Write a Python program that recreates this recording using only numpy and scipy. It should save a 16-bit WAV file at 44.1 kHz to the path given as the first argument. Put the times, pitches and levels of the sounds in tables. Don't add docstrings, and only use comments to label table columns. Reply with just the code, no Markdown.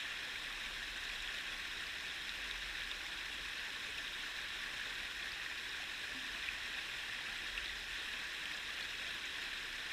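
import sys
import numpy as np
from scipy import signal
from scipy.io import wavfile
from scipy.ndimage import uniform_filter1d

SR = 44100
rng = np.random.default_rng(int(sys.argv[2]) if len(sys.argv) > 2 else 0)


def gain_from_decibels(decibels):
    exponent = np.asarray(decibels, float) / 20
    return 10 ** exponent


def bounce(signal):
    frames = np.transpose(np.atleast_2d(signal))
    limited = np.clip(frames, -1, 1)
    pcm = np.round(limited * 32767).astype(np.int16)
    wavfile.write(sys.argv[1], SR, pcm)


N = 437472

# [t/s, level/dB]
WATER_FLOW = [(0, -44), (.65, -45), (1.2, -44.2), (3.5, -45), (4.2, -45), (4.7, -44), (5.1, -45),
              (6.5, -44.3), (7.68, -44), (7.84, -46.5), (8.0, -43.5), (8.2, -44.5), (9.12, -44.5),
              (9.28, -43.5), (9.92, -45.5)]
# [f/Hz, level/dB]
BUBBLE_SHARE = [(200, -5), (700, 0), (1500, -5), (3000, -3.5), (6000, -3.5), (13000, -8)]
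# [f/Hz, level/dB]
CASE_COLOUR = [(80, -11), (190, -15.5), (300, -14.5), (650, -19), (1000, -15), (1500, -7), (3000, -7),
               (4300, -11), (6000, -20.5), (10500, -31), (15500, -36.5)]
# [f/Hz, width/Hz, level/dB]
CASE_PEAKS = [(1120, 136, 2.5), (1238, 110.0, -5), (1780.0, 348, 6.5), (2180, 100.0, -1.2), (2533, 300, 4),
              (3396, 176, 4.5), (3500, 78, -1.5), (3780.0, 215, 5), (4440, 210, -6), (4694, 310, -5),
              (5340, 450, 2.5), (5980, 170, -3), (6160, 230, 1.5), (6580, 220.0, -2.9), (7000, 190, 2),
              (8010.0, 330, 3.5), (9450, 1100, 2.0), (13310.0, 460.0, 2.5), (13700, 930, 2.5)]
# [t/s, peak level/dB, pitch
# f/Hz, length/cycles]
CLEAR_BUBBLES = [(.3563, -35, 2260, 9.3), (1.203, -36, 3830, 11), (1.2754, -32, 3270, 8.9),
                 (1.3853, -32, 3010, 4.4), (1.529, -33.5, 1890, 4.2), (1.8676, -36, 4890, 8.3),
                 (2.1123, -32, 3480, 5.4), (2.2933, -27, 3780, 4.9), (2.5119, -28, 3700, 4.4),
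                 (2.7527, -33.5, 1790, 5.9), (2.9142, -28, 3490, 4.8), (4.0693, -34, 3700, 8.8),
                 (5.0011, -33, 2460, 6), (5.3191, -34, 4800, 7), (5.4623, -29, 1850, 6.5),
                 (5.8218, -31, 2620, 5), (6.427, -32, 3540, 5.2), (6.4874, -25.5, 2510, 8),
                 (8.8094, -28.5, 3700, 3.4), (7.0967, -32, 1800, 6.5), (7.189, -34, 1880, 4.1),
                 (7.5772, -28, 2670, 11.2), (7.6587, -31, 3870, 5.6), (7.6798, -34, 3490, 6.8),
                 (7.6951, -34, 1980, 8), (8.0873, -34, 2810, 5.9), (8.4563, -26.5, 3100, 3.2),
                 (8.5143, -32, 2180, 4.5), (8.8254, -36, 4260, 16.3), (9.3422, -31, 3150, 4.2)]
# [t/s, peak level/dB, pitch f/Hz]
TINY_BUBBLES = [(1.0074, -51, 9850), (1.2242, -43, 7050), (1.3267, -48, 6090), (1.5756, -42, 5330),
                (1.6039, -49, 7020), (2.3744, -42, 5180), (2.5786, -40, 5430), (2.8546, -44, 4790),
                (3.0364, -49, 8070), (3.229, -50, 8010), (3.906, -44, 7920), (4.1244, -46, 13120),
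                (4.7791, -47, 6170), (5.58, -43, 4590), (5.6932, -39, 4970), (6.1932, -49, 7200),
                (6.9119, -52, 12590), (6.9995, -50, 7130), (7.3792, -43, 7840), (7.8259, -42, 4930),
                (7.9476, -49, 12210), (8.4565, -47, 8340), (8.5452, -43, 4830), (8.5692, -43, 7180),
                (8.81, -49, 7410), (9.1117, -49, 8450), (9.1467, -51, 13750), (9.1908, -47, 5940),
                (9.256, -43, 6630), (9.8649, -49, 8620)]
# [t/s, peak level/dB, pitch f/Hz]
DULL_PLOPS = [(.0018, -34, 3690), (.5762, -45, 1210), (.807, -39, 1570), (1.0986, -34, 2430),
              (2.8193, -33, 3210), (3.9451, -35, 3030), (4.0795, -35, 3080), (4.3651, -38, 4030),
              (4.66, -37, 1700), (4.728, -37, 1780), (4.797, -33, 1650), (4.812, -33.5, 1700),
              (4.825, -40, 2300), (5.2613, -36, 2640), (5.3986, -32, 1860), (5.513, -36, 2430),
              (5.7462, -36, 1540), (5.7998, -48, 720), (6.1215, -36, 1680), (6.2344, -36, 3650),
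              (6.2772, -36, 3890), (6.348, -35, 1760), (6.7405, -37, 3470), (6.889, -36, 2660),
              (7.4727, -37, 3970), (8.692, -43, 1160), (6.4812, -35, 2500), (9.1811, -37, 3060),
              (9.2413, -34, 2290), (9.5382, -41, 2400)]
# [t/s, peak level/dB]
HARD_DROPS = [(1.2216, -24), (1.275, -33), (2.0996, -31), (2.2927, -26), (2.5106, -24), (2.914, -26),
              (3.9054, -34), (4.1234, -38), (5.3185, -29), (5.4615, -28.5), (6.1474, -35), (6.4872, -30),
              (6.5844, -36), (7.3774, -34), (7.5767, -26), (7.6575, -34), (7.8875, -31), (7.9458, -31),
              (8.456, -26), (8.8093, -28), (9.1087, -30), (9.1454, -33), (9.2534, -30), (9.863, -36)]
# [t/s, peak level/dB, f/Hz, time to fall 60 dB/s]
MOUNT_KNOCKS = [
    (6.148, -48.5, 261, .4),
    (6.255, -58, 270, .12),
]
# [f/Hz, resting level/dB]
POOL_HOLLOWS = [
    (31, -70),
    (45, -72),
    (60, -71.5),
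]
# [middle t/s, length/s, rise level/dB]
DEEP_HOLLOW_SURGES = [(.65, 0.55, 11), (1.2, .4, 12), (1.62, .3, 12), (2.7, .7, 7), (4.2, .4, 6),
                      (4.7, .4, 6), (7.5, .4, 9), (9.7, .4, 6.5)]
# [middle t/s, length/s, rise level/dB]
MIDDLE_HOLLOW_SURGES = [(.95, .6, 10), (2.68, .85, 13), (3.45, .55, 10.6), (5.05, .6, 8.4), (6.42, .3, 8),
                        (7.72, 0.53, 15.7)]


def evened(x):
    return x / np.sqrt(np.mean(x ** 2) + 1e-20)


def read(points, hz):
    f, value = np.transpose(points)
    return np.interp(np.log(hz + 1), np.log(f + 1), value)


def add(mix, s, sound):
    part = mix[round(s * SR):][:len(sound)]
    part += sound[:len(part)]


def filtered(x, order, hz, kind):
    return signal.sosfiltfilt(signal.butter(order, hz, kind, fs=SR, output="sos"), x)


def rush():
    s, flow_db = np.transpose(WATER_FLOW)
    level_db = np.interp(np.arange(N) / SR, s, flow_db)
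    water = evened(through_case(gain_from_decibels(-1.5) * hiss() + bubbling() + splashes()))
    spray = filtered(water, 2, 4500, "high")
    lows = filtered(water, 2, 1100, "low")
    body = water - lows - spray
    spray_db = -44.0 + 0.18 * (level_db - level_db.mean())
    return gain_from_decibels(level_db + 0.45) * body + gain_from_decibels(spray_db) * spray + gain_from_decibels(-44.0) * lows


def hiss(patchy_db=0.84, flicker_db=0.5, surge_db=0.4):
    frames = N // 64 + 5
    a, b, patches, flicker = rng.standard_normal((frames, 129, 4)).T
    patches = evened(uniform_filter1d(uniform_filter1d(patches, 4, 0), 30, 1))
    flicker = evened(uniform_filter1d(uniform_filter1d(flicker, 60, 0), 6, 1))
    surge = evened(uniform_filter1d(rng.standard_normal(frames), 25))
    reach = np.clip(np.fft.rfftfreq(256, 1 / SR) / 1500, 0, 1)[:, None]
    change_db = reach * (patchy_db * patches + flicker_db * flicker + surge_db * surge)
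    z = (a + 1j * b) * gain_from_decibels(change_db)
    return evened(signal.istft(z, nperseg=256, noverlap=192)[1][:N])


def bubbling(count=60, per_s=70, spread_db=3.5, clump_db=1.5, cap=2.67):
    clumps = gain_from_decibels(clump_db * evened(uniform_filter1d(rng.standard_normal(N), 500)))
    pitches, out = np.geomspace(200, 15000, count), np.zeros(N)
    for hz in pitches:
        place, size = rng.random((2000, 2)).T
        cycles, glide = rng.uniform(3.9, 14.8), rng.uniform(-0.06, .12)
        many = int(per_s * (hz / 2000) ** .6 * N / SR)
        size_db = spread_db * np.minimum(-np.log(size[:many] + 1e-9), cap)
        bursts = np.bincount((place[:many] * N).astype(int), gain_from_decibels(size_db), N) * clumps
        ring = evened(signal.oaconvolve(bursts, bubble(hz, cycles, glide))[:N])
        out += ring * np.sqrt(hz) * gain_from_decibels(read(BUBBLE_SHARE, hz))
    return out / np.sqrt(pitches.sum() * SR / 2 / 15000)


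def bubble(hz, cycles, glide, phase=0):
    u = np.arange(int(4 * cycles / hz * SR)) * hz / SR / cycles
    shape = (1 - np.exp(-u / 0.14)) * np.exp(-u / 0.72)
    turns = cycles * (u + glide * (u ** 2 - u) / 2)
    return shape / shape.max() * np.sin(2 * np.pi * turns + phase)


def splashes(per_s=200, spread_db=2.5, level_db=-11.0, clump_db=3.5):
    showers = gain_from_decibels(clump_db * evened(uniform_filter1d(rng.standard_normal(N), 600)))
    size = gain_from_decibels(spread_db * np.minimum(rng.exponential(1, N), 3.5)) * rng.choice([-1., 1.], N)
    clicks = size * (rng.random(N) < per_s * showers / SR)
    bright = signal.sosfilt(signal.butter(1, 2500, "high", fs=SR, output="sos"), clicks)
    return gain_from_decibels(level_db) * evened(bright)


def case_db(hz):
    bells = sum(db * np.exp(-2 * ((hz - f) / width) ** 2) for f, width, db in CASE_PEAKS)
    return read(CASE_COLOUR, hz) + bells


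def through_case(x):
    log_gain = np.log(gain_from_decibels(case_db(abs(np.fft.fftfreq(8192, 1 / SR)))))
    ringing = np.fft.ifft(np.exp(np.conj(signal.hilbert(log_gain)))).real[:4096]
    return signal.oaconvolve(x, ringing)[:N]


def loud_bubbles(over_db=-2.0, rise_share=0.026, tiny_cycles=8.5, plop_cycles=6.9):
    out = np.zeros(N)
    rows = list(CLEAR_BUBBLES)
    rows += [(*row, tiny_cycles) for row in TINY_BUBBLES]
    rows += [(*row, plop_cycles) for row in DULL_PLOPS]
    for s, db, hz, cycles in rows:
        phase = rng.uniform(0, 2 * np.pi)
        add(out, s, gain_from_decibels(db + over_db) * bubble(hz, max(cycles, 2), rise_share, phase))
    return out


def strikes(over_db=16.0, click_hz=3000):
    out = np.zeros(N)
    click = signal.lfilter(*signal.butter(1, click_hz, "high", fs=SR), np.eye(1, 64)[0])
    for s, db in HARD_DROPS:
        add(out, s, gain_from_decibels(db + over_db) * rng.choice([-1, 1]) * click)
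    return through_case(out)


def knocks():
    out, t = np.zeros(N), np.arange(SR // 2) / SR
    for s, db, hz, t60 in MOUNT_KNOCKS:
        add(out, s, gain_from_decibels(db - 60 * t / t60) * np.sin(2 * np.pi * hz * t))
    return out


def throb(width_hz=8):
    t, out = np.arange(N) / SR, np.zeros(N)
    r = np.exp(-np.pi * width_hz / SR)
    surge_lists = (DEEP_HOLLOW_SURGES, MIDDLE_HOLLOW_SURGES, [])
    for (hz, rest_db), surges in zip(POOL_HOLLOWS, surge_lists):
        turn = np.exp(2j * np.pi * hz * t)
        slow = signal.lfilter([1], np.convolve([1, -r], [1, -r]), rng.standard_normal(N) / turn)
        steady = slow / abs(evened(abs(slow)) + .1) ** 0.6
        swell_db = sum(db * np.exp(-(2 * (t - s) / length) ** 4) for s, length, db in surges)
        out += gain_from_decibels(rest_db + swell_db) * evened((turn * steady).real)
    return out


def scene():
    return (rush() + loud_bubbles() + strikes() + knocks() + throb())[None]


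def band_limit(x):
    return signal.sosfilt(signal.butter(12, 15350, fs=SR, output="sos"), x)


def record(dry):
    cut = signal.sosfilt(signal.butter(2, 14, "high", fs=SR, output="sos"), dry)
    top_limit = signal.firwin(801, 15290, window=("kaiser", 10), fs=SR)
    mix = signal.oaconvolve(cut, top_limit[None], "same")
    return band_limit(mix)


dry = scene()
out = record(dry)
bounce(out)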